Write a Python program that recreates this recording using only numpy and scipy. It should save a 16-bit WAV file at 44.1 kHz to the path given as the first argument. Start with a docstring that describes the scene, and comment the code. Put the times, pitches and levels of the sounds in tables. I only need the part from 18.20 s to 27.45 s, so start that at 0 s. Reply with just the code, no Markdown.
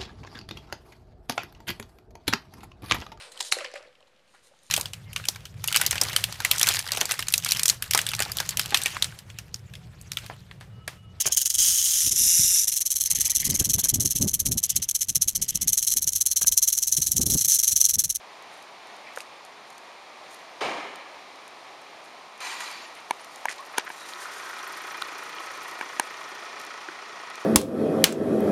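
"""A diesel engine knocks at idle in an echoing garage, heard from a fire-station forecourt on a small camera.
First a van door slams, a crowd of reflections dying band by band; then the starter whirrs and clicks, rough
noise ringing its housing, and the firings shake noise through the block. A bicycle coasts by close, its
freewheel ticking as puffs of noise ring high. Right at the microphone fingers click the casing's modes, crackle
and scuff; thin squeaks, the highest perhaps a belt, chirp briefly. Behind it all lies steady street noise."""
import sys
import numpy as np
from scipy import signal
from scipy.fft import rfft, irfft
from scipy.io import wavfile

SR = 44100
rng = np.random.default_rng(int(sys.argv[2]) if len(sys.argv) > 2 else 0)


def ratio_of_db(decibels):
    """Turn decibels (scalar or array-like) into linear amplitude factors; 0 dB maps to 1."""
    return 10 ** (np.asarray(decibels, float) / 20)


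def store_wav(level_fs):
    """Save 16-bit WAV to argv[1]."""
    pcm = np.round(np.clip(np.atleast_2d(level_fs), -1, 1) * 32767)
    wavfile.write(sys.argv[1], SR, pcm.T.astype(np.int16))


N = 407925   # length in samples


def rms_one(x):
    """Scale to unit rms."""
    return x / np.sqrt(np.mean(x ** 2) + 1e-20)


def in_time(rows):
    """Each column of a curve, after its times in s, as one value per sample."""
    s, *columns = np.transpose(rows)
    return [np.interp(np.arange(N) / SR, s, column) for column in columns]


def at_hz(points, hz):
    """Read a table of (Hz, value) on a log-frequency axis."""
    table_hz, values = np.transpose(points)
    return np.interp(np.log(hz), np.log(table_hz), values)


def colour(x, spectrum):
    """Give white noise a spectrum; rms 1."""
    hz = np.maximum(np.fft.rfftfreq(len(x), 1 / SR), 1)
    return rms_one(irfft(rfft(x) * ratio_of_db(at_hz(spectrum, hz)), len(x)))


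def band(x, low_hz, high_hz):
    """Band-pass."""
    edges = [low_hz, min(high_hz, .45 * SR)]
    return signal.sosfilt(signal.butter(2, edges, "band", fs=SR, output="sos"), x)


def drift(rate):
    """Slow random wander of spread 1; a higher rate (Hz) wanders faster."""
    step = 40   # samples between computed points
    r = np.exp(-2 * step * np.pi * rate / SR)
    white = rng.standard_normal(N // step + 2002)
    slow = signal.lfilter([1], [1, -2 * r, r * r], white)[2000:]   # without the filter's start
    return np.interp(np.arange(N) / step, np.arange(len(slow)), rms_one(slow - slow.mean()))


def ring(clicks, hz, t60):
    """A unit click sets a decaying sine of height 1 ringing."""
    r, w = ratio_of_db(-60 / (t60 * SR)), 2 * np.pi * hz / SR
    return signal.lfilter([0, np.sin(w)], [1, -2 * r * np.cos(w), r * r], clicks + 1e-18)


def resonances(x, peaks):
    """Parallel resonances (Hz, width Hz, gain dB at the top) of alternating sign."""
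    out = 0
    for k, (hz, width, db) in enumerate(peaks):
        r = np.exp(-np.pi * width / SR)
        poles = [1, -2 * r * np.cos(2 * np.pi * hz / SR), r * r]
        out = out + (-1) ** k * ratio_of_db(db) * signal.lfilter([(1 - r * r) / 2, 0, (r * r - 1) / 2], poles, x)
    return out


def swell(start, rise, t60):
    """An envelope that rises from start and dies away."""
    t = np.maximum(np.arange(N) / SR - start, 0)
    return (1 - np.exp(-(t / rise) ** 2)) * ratio_of_db(-60 * t / t60)


def bursts(events, t60):
    """Each event (s, dB) is a puff of white noise that starts at its peak and dies."""
    marks = np.full(N, 1e-18)
    marks[[round(event[0] * SR) for event in events]] = ratio_of_db(np.array(events)[:, 1])
    envelope = signal.lfilter([1], [1, -ratio_of_db(-60 / (t60 * SR))], marks)
    return envelope * rng.standard_normal(N)


def street():
    """Far traffic, smooth and barely moving: coloured noise with a slight drift of level."""
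    # spectrum of the distant street: f/Hz, level/dB per Hz
    far_traffic = [(18, -76), (30, -34), (81, -27), (415, -7), (449, -9), (702, -1.5), (1160, -3.5),
                   (1430, -11), (2410, -8), (2830, -13), (4080, -13.5), (7870, -26.5), (8740, -27),
                   (14800, -43.5), (16000, -33)]
    level_db = -46 + .5 * drift(2.2)
    return ratio_of_db(level_db) * colour(rng.standard_normal(N), far_traffic)


def casing():
    """Three quick blows pump the casing's low modes; a brief chatter excites the upper ones."""
    # finger clicks at the microphone: t/s, strike/dB, treble/dB, bass/dB
    finger_clicks = [(0.9742, -33.5, -17, -3), (4.9086, -18, -6, -4), (5.2549, -23.5, -3, 0),
                     (5.5817, -17.5, -0.5, 3), (5.7017, -32.5, -21, 0), (7.611, -23.5, -19, -11),
                     (7.797, -16.5, -2, 3)]
    # modes of the casing: f/Hz, level/dB, t60/s
    modes = [(418, -18.5, 0.039), (952, 3, 0.013), (1644, 4, 0.01), (2300, -2.5, 0.015), (3200, -8, 0.0012),
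             (4350, -4.5, 0.0049), (6680, 0.5, 0.0019), (9500, 7, 0.0013), (11400, -6, 0.0017),
             (14300, -2, 0.0019)]
    out = np.zeros(N)
    chance_db = rng.normal(0, 1.8, (len(finger_clicks), len(modes)))
    chatter = rng.choice([-1, 1], (len(finger_clicks), 80)) * np.hanning(80) * ratio_of_db(-8.5)
    for k, (hz, mode_db, t60) in enumerate(modes):
        blows = np.zeros(N)
        for (s, strike_db, treble_db, bass_db), own_db, grains in zip(finger_clicks, chance_db[:, k], chatter):
            at = round(s * SR)
            size = ratio_of_db(strike_db + mode_db + own_db + bass_db * (hz < 500))
            if hz > 3000:
                blows[at:at + len(grains)] += size * ratio_of_db(treble_db) * grains
            else:
                blows[at + np.array([0, 24, 70])] += size * np.array([.4, -.8, -.7])
                blows[at:at + len(grains)] += size * ratio_of_db(-13) * grains
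        out += ring(blows, hz, t60)
    return out


def crackles():
    """Dry puffs of noise, loud and faint: skin and strap on the casing, and four clicks of the starter."""
    # loud crackles, with the starter's clicks at 4.2053, 4.4049, 4.5134 and 4.5264 s: t/s, level/dB
    loud_ones = [(0.2244, -42.5), (0.4249, -39), (0.9354, -44), (0.9614, -31), (0.974, -35), (0.985, -30),
                 (1.005, -27), (1.2503, -38), (1.5025, -39), (1.5804, -37.5), (2.1156, -41), (2.1434, -39),
                 (2.7576, -34), (3.2788, -36), (4.2053, -36), (4.4049, -29), (4.5134, -31), (4.5264, -38),
                 (4.7516, -37), (5.0453, -33.5), (5.1592, -32), (6.8184, -26), (7.5128, -33), (8.3985, -33),
                 (8.414, -33), (8.4494, -36), (8.4652, -37), (9.1014, -37), (9.1557, -31.5)]
    count, faint_db, spread_db = 22, -43, 3
    faint_ones = [(place * N / SR, faint_db + spread_db * (2 * size - 1))
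                  for place, size in rng.random((count, 2)) * .999]
    return band(bursts(loud_ones + faint_ones, t60=0.014), 2900, 12400)


def pitched_ticks():
    """Short sines nearby, each peaking after about one cycle and dying at once."""
    # ticks: t/s, level/dB at the peak, f/Hz
    near_ticks = [(0.973, -30.5, 515), (0.9738, -22.5, 1500), (1.0042, -26.5, 2600), (5.285, -14.5, 1940),
                  (5.5774, -21, 1430), (5.678, -27, 1780), (5.936, -25, 3900), (6.0194, -29, 1680),
                  (6.056, -24.5, 1350), (6.392, -27.5, 3620), (6.822, -16, 3860), (6.8217, -20, 1290),
                  (7.1848, -26, 3000), (8.685, -35, 350), (8.687, -24, 1520)]
    out = np.zeros(N)
    t = np.arange(2000) / SR
    for s, db, hz in near_ticks:
        peak_s = 1.08 / hz
        shape = t / peak_s * np.exp(1 - t / peak_s)
        out[round(s * SR):][:len(t)] += ratio_of_db(db) * shape * np.sin(2 * np.pi * hz * t)
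    return out


def scuffs():
    """Rubbing and scuffing: gritty, uneven noise in bands that swell and die."""
    # rubs: t/s at the start, level/dB, t60/s, low f/Hz, high f/Hz
    rubs = [(.30, -53, 0.59, 7000, 12500), (.84, -44, 0.64, 1900, 2470), (.94, -46, 0.33, 3000, 14000),
            (1.004, -37.5, 0.061, 1800, 14000), (1.45, -55.5, 0.7, 5000, 12000),
            (2.08, -52, 0.5, 5000, 13000), (3.83, -54, 0.22, 6000, 12000), (4.755, -43, 0.35, 700, 3000),
            (4.98, -44, 0.27, 700, 3500), (5.285, -31.5, 0.12, 1500, 2550), (5.283, -30, 0.2, 900, 8900),
            (5.37, -42, 0.21, 900, 5000), (5.53, -35.5, 0.31, 600, 2000), (5.565, -31.5, 0.16, 400, 6000),
            (5.579, -22, 0.075, 350, 3950), (5.66, -34, 0.14, 1200, 2300), (8.38, -53, .3, 6000, 12000)]
    rise_share = 0.039   # rise time as a share of the t60
    grit = band(rng.standard_normal(N) * ratio_of_db(4.2 * drift(130.0)), 280, 11000)
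    return sum(ratio_of_db(db) * swell(s, rise_share * t60, t60) * rms_one(band(grit, low_hz, high_hz))
               for s, db, t60, low_hz, high_hz in rubs)


def squeaks():
    """Thin gliding sines with a trembling pitch; the highest, near 10 kHz, are perhaps a belt."""
    # squeaks: t/s at the start, length/s, first f/Hz, last f/Hz, level/dB
    glides = [(4.655, .045, 10300, 9700, -55), (4.755, 0.037, 10400, 9500, -55),
              (4.995, 0.041, 9900, 9500, -51), (5.375, 0.058, 1030, 1137, -35.5),
              (5.76, 0.13, 4000, 3700, -47)]
    out = np.zeros(N)
    for s, length, from_hz, to_hz, db in glides:
        middle = (s + length / 2, (from_hz + to_hz) / 2, 1)
        hz, shape = in_time([(s, from_hz, 0), middle, (s + length, to_hz, 0)])
        trembling_hz = hz * ratio_of_db(0.35 * drift(215.0))
        out += ratio_of_db(db) * shape * np.sin(2 * np.pi * np.cumsum(trembling_hz) / SR)
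    return out


def pawl_ticks():
    """One tick each time the wheel has turned by a ratchet tooth: rows of (s, dB)."""
    # speed of the coasting wheel: t/s, rate/ticks per s
    coasting = [(5.32, 28), (5.45, 16), (5.6, 15), (5.66, 23), (5.7, 22.58), (5.85, 19.94), (6.2, 22.97),
                (6.7, 19.97), (7.05, 18.03), (7.3, 17.57), (7.65, 19.56), (8.2, 15.21)]
    # loudness of the ticks as the bicycle passes: t/s, level/dB
    passing = [(5.32, -48), (5.55, -46), (5.69, -39), (5.81, -49), (5.93, -45), (6.15, -47), (6.5, -38),
               (7.0, -41), (7.45, -40), (7.8, -49.5), (8.2, -43)]
    one_tick_s, jitter_s, spread_db = 5.93, .001, 2   # a tooth passes at one_tick_s
    teeth = np.cumsum(in_time(coasting)[0]) / SR
    at = np.flatnonzero(np.diff(np.floor(teeth - teeth[round(one_tick_s * SR)]))) / SR
    at = at[(at > coasting[0][0]) & (at < coasting[-1][0])]
    chance = rng.standard_normal((len(at), 2))
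    level_db = np.interp(at, *np.transpose(passing)) + spread_db * chance[:, 1]
    return np.transpose([at + jitter_s * chance[:, 0], level_db])


def freewheel():
    """Pawls snap over the ratchet and ring high; each ring's level drifts, so the snaps vary in colour."""
    # pawl rings: f/Hz, level/dB relative to each other, t60/s
    pawl_rings = [(9700, -3, .03), (11300, -2, .03), (13300, -11, .03), (14250, -8, .045)]
    snaps = bursts(pawl_ticks(), t60=0.038)
    out = ratio_of_db(-3) * band(snaps, 7500, 13500)
    for hz, db, t60 in pawl_rings:
        out += ratio_of_db(db - 33 + 2.5 * drift(8.0)) * ring(snaps, hz, t60)
    return out


def wheels():
    """Tyres and spokes hiss as uneven noise; the tyres also swish as they pass close."""
    # tyre and spoke hiss: t/s, level/dB
    hiss_curve = [(4.6, -62), (5.13, -59), (5.61, -62), (5.78, -49), (6.09, -49), (6.92, -56), (7.38, -53),
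                  (8.74, -61.5), (9.25, -61)]
    # tyres passing close: t/s at the start, level/dB, low f/Hz, high f/Hz
    swishes = [(5.92, -40.5, 1370, 1670), (8.1, -51, 4300, 5700)]
    fade = in_time([(4.55, 0), (4.75, 1)])[0]
    hiss = rms_one(band(rng.standard_normal(N) * ratio_of_db(3.2 * drift(27.0)), 3000, 9600))
    tread = rng.standard_normal(N)
    swish = sum(ratio_of_db(db) * swell(s, rise=0.17, t60=4) * rms_one(band(tread, low_hz, high_hz))
                for s, db, low_hz, high_hz in swishes)
    return swish + fade * ratio_of_db(in_time(hiss_curve)[0]) * hiss


def door():
    """The slam arrives as a crowd of reflections; each band builds up and dies at its own rate."""
    # spectrum of the slam: f/Hz, level/dB per Hz
    slam = [(24, -73), (40, -34), (150, -12), (306, -1), (450, -3), (800, 0), (1150, -1.5), (1450, -10),
            (2200, -6), (2800, -10), (4200, -15.5), (8690, -28), (15000, -53)]
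    # decay of the garage: f/Hz, t60/s
    garage = [(100, 0.73), (300, 0.99), (800, 1.3), (2000, 1.44), (5000, 1.11), (12000, 0.93)]
    slam_s, slam_db, rise_s = 2.404, -18, 0.0047
    build_cycles = 2.7   # added to the rise, so low notes build up more slowly
    echoes = colour(rng.standard_normal(N) * ratio_of_db(0.77 * drift(40.0)), slam)
    edges_hz = 40 * 2 ** np.arange(0, 9, .4)
    out = np.zeros(N)
    for low, high in zip(edges_hz, edges_hz[1:]):
        t60 = at_hz(garage, np.sqrt(low * high))
        out += band(echoes, low, high) * swell(slam_s, rise_s + build_cycles / low, t60)
    return ratio_of_db(slam_db) * out


def starter():
    """Pinion teeth rattle unevenly; each narrow housing resonance comes and goes; the brushes hiss above."""
    # the starter strains, slackens, strains again and lets go: t/s, gear whirr level/dB
    strain = [(4.2, -40.5), (4.282, -37), (4.394, -41.5), (4.408, -37), (4.65, -48), (4.67, -53),
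              (4.75, -50)]
    # spectrum of the gear body: f/Hz, level/dB per Hz
    gear_body = [(120, -57), (200, -23), (377, -8.5), (482, -19), (981, -0.5), (2360, -2), (5110, -6.5),
                 (7180, -18), (8000, -23), (10400, -39), (17600, -120)]
    # housing resonances: f/Hz, width/Hz, level/dB
    housing = [(980, 200, -3), (1935, 80, 0), (2370, 70, 1), (4060, 60, -3), (4550, 60, -7),
               (5370, 40, -12), (6230, 110, -10), (7020, 30, -4), (8970, 55, -13), (10200, 100, -17),
               (11400, 50, -15)]
    brush_db, at_whirr_db, steepness = -43.5, -36.5, 2.7   # steepness: dB of hiss per dB of whirr
    whirr_db, = in_time(strain)
    hiss_db = brush_db + steepness * (whirr_db - at_whirr_db)
    on = in_time([(4.203, 0), (4.205, 1), (4.7, 1), (4.76, 0)])[0]
    rattle = rng.standard_normal(N) * ratio_of_db(1.2 * drift(57.0))
    rings = sum(ratio_of_db(2.9 * drift(7.3)) * resonances(rattle, [peak]) for peak in housing)
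    whirr = colour(rattle, gear_body) + ratio_of_db(-4) * rms_one(rings)
    hiss = rms_one(band(rattle, 5700, 9200))
    return on * (ratio_of_db(whirr_db) * whirr + ratio_of_db(hiss_db) * hiss)


def engine():
    """Each cylinder gives a sharp injector tick, then a knock that rings the block; the garage fills the gaps."""
    # the engine heard from the street: t/s, level/dB
    loudness = [(4.55, -58), (4.7, -53), (5.3, -51.5), (5.6, -46.5), (5.8, -45.5), (6.0, -40.5),
                (6.7, -38.5), (8.2, -40), (8.7, -41), (9.25, -41)]
    # idle speed, overshooting before it settles: t/s, rate/firings per s
    idle = [(5.95, 28.35), (6.1, 29.5), (6.45, 29.5), (6.6, 28.6), (7.1, 28.6), (7.2, 28.33)]
    # tick of each cylinder in firing order: level/dB
    cylinders_db = [0, -3.5, 0, -3]
    # injector resonances: f/Hz, width/Hz, level/dB
    injector_peaks = [(5130, 460, 4.5), (5800, 105, 12), (6290, 240, 4.5)]
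    # block and bonnet resonances: f/Hz, width/Hz, level/dB
    block_peaks = [(367, 106, -8.5), (1044, 190, -1.5), (1291, 32, 4.5), (1438, 51, -1.5), (1892, 97, -2.5),
                   (2415, 37, -3), (3376, 74, -11), (4270, 90, -13.5)]
    # spectrum of the engine body: f/Hz, level/dB per Hz
    body_spectrum = [(35, -69), (60, -32), (309, -21.5), (370, -13.5), (602, -10), (1280, -1), (1600, -9),
                     (1860, 0.5), (2720, -7), (5770, -17), (7880, -21.5), (9610, -26.5), (12000, -67),
                     (15600, -62), (22000, -120)]
    firing = 1.35 + np.cumsum(in_time(idle)[0]) / SR   # firings so far, from a starting phase
    burning = firing - .17   # the knock lags the tick by this share of a firing
    chance_db = rng.standard_normal((400, 2))
    fired, burned = firing.astype(int), burning.astype(int)
    tick_db = np.array(cylinders_db)[fired % 4] + 1.5 * chance_db[fired, 0]
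    tick = ratio_of_db(tick_db) * np.exp(-(firing % 1) * 6)
    knock = ratio_of_db(.8 * chance_db[burned, 1]) * np.exp(-(burning % 1) * 3.5)
    white = rng.standard_normal((3, N))
    # the constants are the steady noise between firings
    injectors = rms_one(resonances(white[0] * (.16 + tick), injector_peaks))
    block = rms_one(resonances(white[1] * (.45 + knock), block_peaks))
    body = colour(white[2] * (.8 + knock), body_spectrum)
    return ratio_of_db(in_time(loudness)[0]) * (ratio_of_db(-2.5) * block + ratio_of_db(-4.5) * body + ratio_of_db(-16) * injectors)


def scene():
    """All sources at one microphone; clicks, crackles, ticks, scuffs and squeaks lose bass and top treble."""
    small = casing() + crackles() + pitched_ticks() + scuffs() + squeaks()
    # small objects radiate no bass, and the casing dulls what reaches the capsule
    small = signal.sosfilt(signal.butter(3, 250, "high", fs=SR, output="sos"), small)
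    small = signal.sosfilt(signal.butter(2, 11500, fs=SR, output="sos"), small)
    bicycle = freewheel() + wheels()
    return (street() + small + bicycle + door() + starter() + engine())[None]


def low_pass(x):
    """Removes everything above the highest recorded frequency."""
    return signal.sosfilt(signal.butter(12, 16500, fs=SR, output="sos"), x)


def record(dry):
    """The microphone port has a deep narrow dip in the treble; the top is cut steeply."""
    notch_hz, notch_width_hz = 7840, 460
    topless = signal.sosfilt(signal.cheby2(10, 25, 15450, fs=SR, output="sos"), dry)
    b, a = signal.iirnotch(notch_hz, notch_hz / notch_width_hz, SR)
    return low_pass(signal.lfilter(b, a, topless))


dry = scene()
out = record(dry)
store_wav(out)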